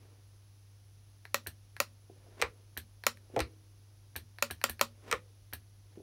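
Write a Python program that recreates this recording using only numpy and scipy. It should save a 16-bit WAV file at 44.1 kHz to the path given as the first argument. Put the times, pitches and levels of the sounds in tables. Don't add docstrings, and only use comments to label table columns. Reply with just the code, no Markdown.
import sys
import numpy as np
from scipy import signal
from scipy.fft import rfft, irfft, next_fast_len
from scipy.io import wavfile
from scipy.ndimage import map_coordinates

SR = 44100
rng = np.random.default_rng(int(sys.argv[2]) if len(sys.argv) > 2 else 0)


def dump(signal):
    limited = np.clip(np.atleast_2d(signal).T, -1, 1)
    pcm = np.round(limited * 32767).astype(np.int16)
    wavfile.write(sys.argv[1], SR, pcm)


N = 265526
HIT = 16384

# start_s, level_db, rebound_hz, tick_lead_s
PRESSES = [(1.3437, -22.5, 1950, .0908), (1.8017, -21.5, 2260, 0.036), (3.0661, -19, 1820, .0287),
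           (4.4241, -21.5, 2286, .0388), (4.6396, -20.5, 1780, .0252), (4.8118, -18.5, 3970, .0179)]
# start_s, level_db, tilt_db_per_octave
SETTLES = [(3.172, -57.5, 2)]
# start_s, level_db
RELEASES = [(1.4703, -36.5), (2.7744, -35.5), (4.162, -35.5), (4.509, -36), (4.6957, -35.5), (5.5337, -37)]
# start_s, level_db, tilt_db_per_octave, edge_lead_s, thump_db
CLACKS = [(2.4220, -23, 0.5, 0.0066, -35), (3.4031, -31, 6, .0115, -25.5),
          (5.1256, -24.5, 0.5, .0128, -39.5)]
# start_s, level_db, tilt_db_per_octave
KNOCKS = [(3.3625, -26, -2.5), (3.3695, -25.5, -2.5), (3.391, -29, -4.5)]
# start_s, level_db, tilt_db_per_octave
BUMPS = [(2.096, -49, 5.5), (2.261, -59, 18), (3.298, -55.5, 6), (3.336, -42, -3), (5.970, -43.5, -2.5),
         (5.998, -51, 4)]
# peak_s, level_db, spread_s
STROKES = [(0.03, -67.5, 0.094), (2.228, -70.5, 0.056), (2.405, -50.5, 0.017), (2.588, -70.5, 0.0085),
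           (3.385, -53.5, 0.024), (5.087, -50.5, .02), (5.95, -67, .02)]

# pitch_hz, bandwidth_hz, level_db
SLACK_MODES = [(379.5, 150, -18), (740, 90, -10), (950, 120, -10), (1710, 220, -1), (2500, 450, -7.5),
               (3170, 350, -14), (4250, 250, -8.5), (5600, 600, -17.5), (11300, 1200, -18.5)]
SNAP_MODES = [(233.5, 12, -4), (323, 140, -15.5), (568.4, 44, 5.5), (780, 66, -5), (1065, 230, 1),
              (1384, 136, 3), (1874, 98, -2), (2290, 260, -3), (2616, 230, 0), (3174, 57, -6.5),
              (3410, 150, -11.5), (4230, 220, -7), (4565, 110, -6), (5660, 244, -6.5), (7025, 200, -4),
              (9200, 460, -16), (10070, 500, -16), (11400, 1200, -14), (13370, 510, -12), (15200, 450, -17)]
SPRING_MODES = [(360, 560, -15.5), (1370, 280, -5), (1653, 310, -3), (2600, 910, -15.5)]
RETURN_MODES = [(146, 20, -12), (230, 10, 1), (370, 120, -5), (737, 90, -5), (975, 200, -9.5),
                (1420, 140, -21), (1663, 140, 3.5), (1765, 230, 0.5), (2350, 140, -3), (3050, 500, -10),
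                (3704, 130, -18), (4010, 510, -7), (4640, 250, -9), (5650, 420, -13), (8690, 75, -4),
                (9500, 810, -10.5), (11980, 910, 4), (11815, 710, 2.5), (14100, 970, -15.5)]
HOUSING_MODES = [(159, 200, -24.5), (411, 190, -4.5), (505, 65, 5.5), (790, 136, -5), (1080, 179, 1),
                 (1370, 120, 1.5), (1829, 260, 0.5), (2390, 236, 2), (3130, 380, -8), (3980, 300, -7.5),
                 (5690, 840, -14), (8510, 530, -15), (12300, 3000, -30.5)]
DESK_MODES = [(240, 55, -18), (316.1, 14.6, -9), (377.4, 64, -9.5), (496, 40.6, -1.5), (672, 34.7, 0),
              (795, 155, -7), (1130, 28, -34.5)]
PLATE_MODES = [(233, 130, -10), (380, 60, 1.5), (490, 61, -3.5), (695, 120, -12)]

# frequency_hz, level_db
RUB_SPECTRUM = [(100, -32.5), (280, -0.5), (480, -1), (750, -8), (1200, -11.5), (2400, -15.5),
                (5000, -24.5), (15000, -39.5)]
ROOM_SPECTRUM = [(100, 7.5), (230, -2), (600, -3), (1200, -1.5), (2500, -2.5), (4500, 2.5), (7000, -4.5),
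                 (9000, 3.5), (15000, 3.5)]
HISS_SPECTRUM = [(60, -28.5), (160, -6), (330, -4), (450, -8.5), (800, -11.5), (1800, -16), (4000, -14.5),
                 (6100, -12), (7300, -23), (8400, -24.5), (9600, -15.5), (11000, -18.5), (13200, -24),
                 (15200, -22.5), (16000, -17.5)]
RUMBLE_SPECTRUM = [(20, -38.5), (32, -12.5), (45, 1.5), (70, -6.5), (130, -7.5), (220, -29.5), (400, -50.5)]
# frequency_hz, t60_s
ROOM_T60 = [(100, 0.5), (240, 0.19), (600, 0.11), (2000, 0.13), (5000, 0.14), (15000, 0.098)]


def presses(tick_db=-23, tick_tilt_db=-1.5, snap_tilt_db=0.31):
    ticks = [(s - lead, db + tick_db, tick_tilt_db) for s, db, _, lead in PRESSES]
    snaps = [(s, db, snap_tilt_db, rebound_hz) for s, db, rebound_hz, _ in PRESSES]
    ticking = impacts(ticks + SETTLES, SLACK_MODES, span_s=0.00074, wet_db=-6.5)
    return ticking + impacts(snaps, SNAP_MODES, span_s=0.0013, wet_db=-7.5)


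def releases(spring_lead_s=0.0065, return_tilt_db=-0.25, sway_delay_s=0.0017):
    spring_hits = [(s - spring_lead_s, db - 8.5, 0) for s, db in RELEASES]
    return_hits = [(s, db, return_tilt_db) for s, db in RELEASES]
    spring = impacts(spring_hits, SPRING_MODES, span_s=0.0012, wet_db=2, soft_hz=4850)
    returns = impacts(return_hits, RETURN_MODES, span_s=0.0018, wet_db=-5)
    ping = damped_mode([(s, db - 15) for s, db in RELEASES], hz=8500, t60_s=0.099, attack_s=0.001)
    desk_hits = [(s + sway_delay_s, db - 6) for s, db in RELEASES]
    sway = damped_mode(desk_hits, hz=80, t60_s=0.25, attack_s=0.0034)
    return spring + returns + ping + sway


def clacks(edge_db=-5.5, edge_tilt_db=5, thump_delay_s=0.008):
    edges = [(s - lead, db + edge_db, edge_tilt_db) for s, db, _, lead, _ in CLACKS]
    falls = [row[:3] for row in CLACKS]
    loads = [(s + thump_delay_s, thump_db) for s, *_, thump_db in CLACKS]
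    thumps = damped_mode(loads, hz=68.3, t60_s=0.13, attack_s=0.0071)
    return impacts(edges + falls, HOUSING_MODES, span_s=0.002, wet_db=0, shade_db=9) + thumps


def knocks(edge_db=-12, edge_tilt_db=1):
    first_s, first_db, _ = KNOCKS[0]
    edge_hit = (first_s, first_db + edge_db, edge_tilt_db)
    edge = impacts([edge_hit], HOUSING_MODES, span_s=0.0026, wet_db=-1.5, shade_db=9)
    desk = impacts(KNOCKS, DESK_MODES, span_s=0.0025, wet_db=-1.5, soft_hz=2530)
    s, db, _ = max(KNOCKS, key=lambda row: row[1])
    thump = damped_mode([(s, db - 9.5)], hz=116.7, t60_s=0.27, attack_s=0.0025)
    after_ring = damped_mode([(s, db - 27.5)], hz=319, t60_s=0.79, attack_s=0.011)
    return edge + desk + thump + after_ring


def thumb_bumps():
    return impacts(BUMPS, PLATE_MODES, span_s=0.004, wet_db=-1, soft_hz=700)


def thumb_rubbing(grain_db=3, slips_per_s=250, taper=0.73):
    t = np.arange(N) / SR
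    speed = sum(amp(db) / (1 + ((t - s) / spread) ** 2) ** taper for s, db, spread in STROKES)
    grain = map_coordinates(rng.standard_normal(HIT), [t * slips_per_s], order=1)
    return speed * unit(noise(RUB_SPECTRUM) * amp(grain_db * grain))


def impacts(hits, modes, span_s, wet_db, shade_db=0, soft_hz=None, rebound=0.2):
    out = np.zeros(N)
    for s, db, tilt_db, *rebound_hz in hits:
        force = contact_force(span_s)
        part = gripped(modes, tilt_db)
        if rebound_hz:
            force = filtered(force, lambda f: 1 + rebound * np.exp(-2j * np.pi * f / rebound_hz[0]))
        if soft_hz:
            force = filtered(force, lambda f: 1 / (1 + 1j * f / soft_hz) ** 2)
        direct = resonate(force, part)
        reverberant = room(resonate(force, diffused(part, shade_db)))
        add(out, s, amp(db) * (direct + amp(wet_db) * reverberant))
    return out


def contact_force(span_s):
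    age = np.arange(HIT) / SR / span_s
    envelope = age ** (1 / 4) * np.exp(-age)
    force = rng.standard_normal(HIT)
    for _ in range(3):
        phase = np.angle(rfft(force * envelope))
        force = irfft(np.exp(1j * phase))
    return force * np.exp(-(age / 4) ** 2)


def gripped(modes, tilt_db, vary_db=1.5, detune=0.0078):
    hz, width, db = np.transpose(modes)
    pitch_shift, level_shift = rng.standard_normal((2, len(hz))) * np.minimum(hz / 4000, 1)
    levels = db + vary_db * level_shift + tilt_db * np.log2(hz / 2000)
    return np.column_stack([hz * (1 + detune * pitch_shift), width, levels])


def resonate(force, modes):
    def response(f):
        return sum((-1) ** k * amp(db) * 1j * f * width / (hz * hz - f * f + 1j * f * width)
                   for k, (hz, width, db) in enumerate(modes))
    sound = filtered(force, response)
    return sound / np.linalg.norm(sound) * np.sqrt(0.005 * SR)


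def damped_mode(hits, hz, t60_s, attack_s):
    out, t = np.zeros(N), np.arange(HIT * 2) / SR
    envelope = np.exp(-np.log(1000) * t / t60_s) * (1 - np.exp(-t / attack_s))
    ring = -np.sin(2 * np.pi * hz * t) * envelope
    for s, db in hits:
        add(out, s, amp(db) * ring)
    return out


def diffused(modes, shade_db):
    hz, width, db = modes.T
    broadening = 1 + (hz / 2000) ** 2 / (1 + (hz / 2800) ** 2)
    levels = db - 10 * np.log10(broadening) - shade_db * np.log2(1 + hz / 2000)
    return np.column_stack([hz, width * broadening, levels])


def room(x):
    hz, t, spectrum = signal.stft(rng.standard_normal(HIT), SR, nperseg=256)
    decay = amp(-60 * t / along(ROOM_T60, hz)[:, None])
    tail = signal.istft(spectrum * decay, SR, nperseg=256)[1]
    tail *= 1 - np.exp(-(np.arange(len(tail)) / SR / 0.0004) ** 2)
    tail = filtered(tail / np.linalg.norm(tail), lambda f: amp(along(ROOM_SPECTRUM, f)))
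    return signal.fftconvolve(x, tail)[:len(x)]


def background(mains_hz=100, whine_hz=10800, whine_width_hz=170):
    hum = amp(-58) * unit(np.sin(2 * np.pi * mains_hz * np.arange(N) / SR))
    whine = filtered(rng.standard_normal(N), lambda f: 1 / (1 + ((f - whine_hz) / whine_width_hz) ** 2))
    hiss = amp(-69) * noise(HISS_SPECTRUM)
    rumble = amp(-67) * noise(RUMBLE_SPECTRUM)
    return hum + hiss + rumble + amp(-80) * unit(whine)


def noise(spectrum):
    return unit(filtered(rng.standard_normal(N), lambda hz: amp(along(spectrum, hz))))


def filtered(x, response):
    size = next_fast_len(len(x) + HIT)
    hz = np.fft.rfftfreq(size, 1 / SR)
    return irfft(rfft(x, size) * response(hz), size)[:len(x)]


def along(points, hz):
    frequencies, values = np.transpose(points)
    return np.interp(np.log(hz + 1), np.log(frequencies + 1), values)


def amp(db):
    return 10 ** (np.asarray(db) / 20)


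def unit(x):
    return x / np.sqrt(np.mean(x ** 2) + 1e-20)


def add(track, start_s, sound):
    part = track[round(start_s * SR):][:len(sound)]
    part += sound[:len(part)]


def scene():
    return (presses() + releases() + thumb_bumps() + clacks() + knocks() + thumb_rubbing()
            + background())[None]


def record(dry):
    thin = signal.sosfilt(signal.butter(2, 36, "highpass", fs=SR, output="sos"), dry)
    return np.array([filtered(x, lambda hz: 1 / (1 + (hz / 15900) ** 120)) for x in thin])


dry = scene()
out = record(dry)
dump(out)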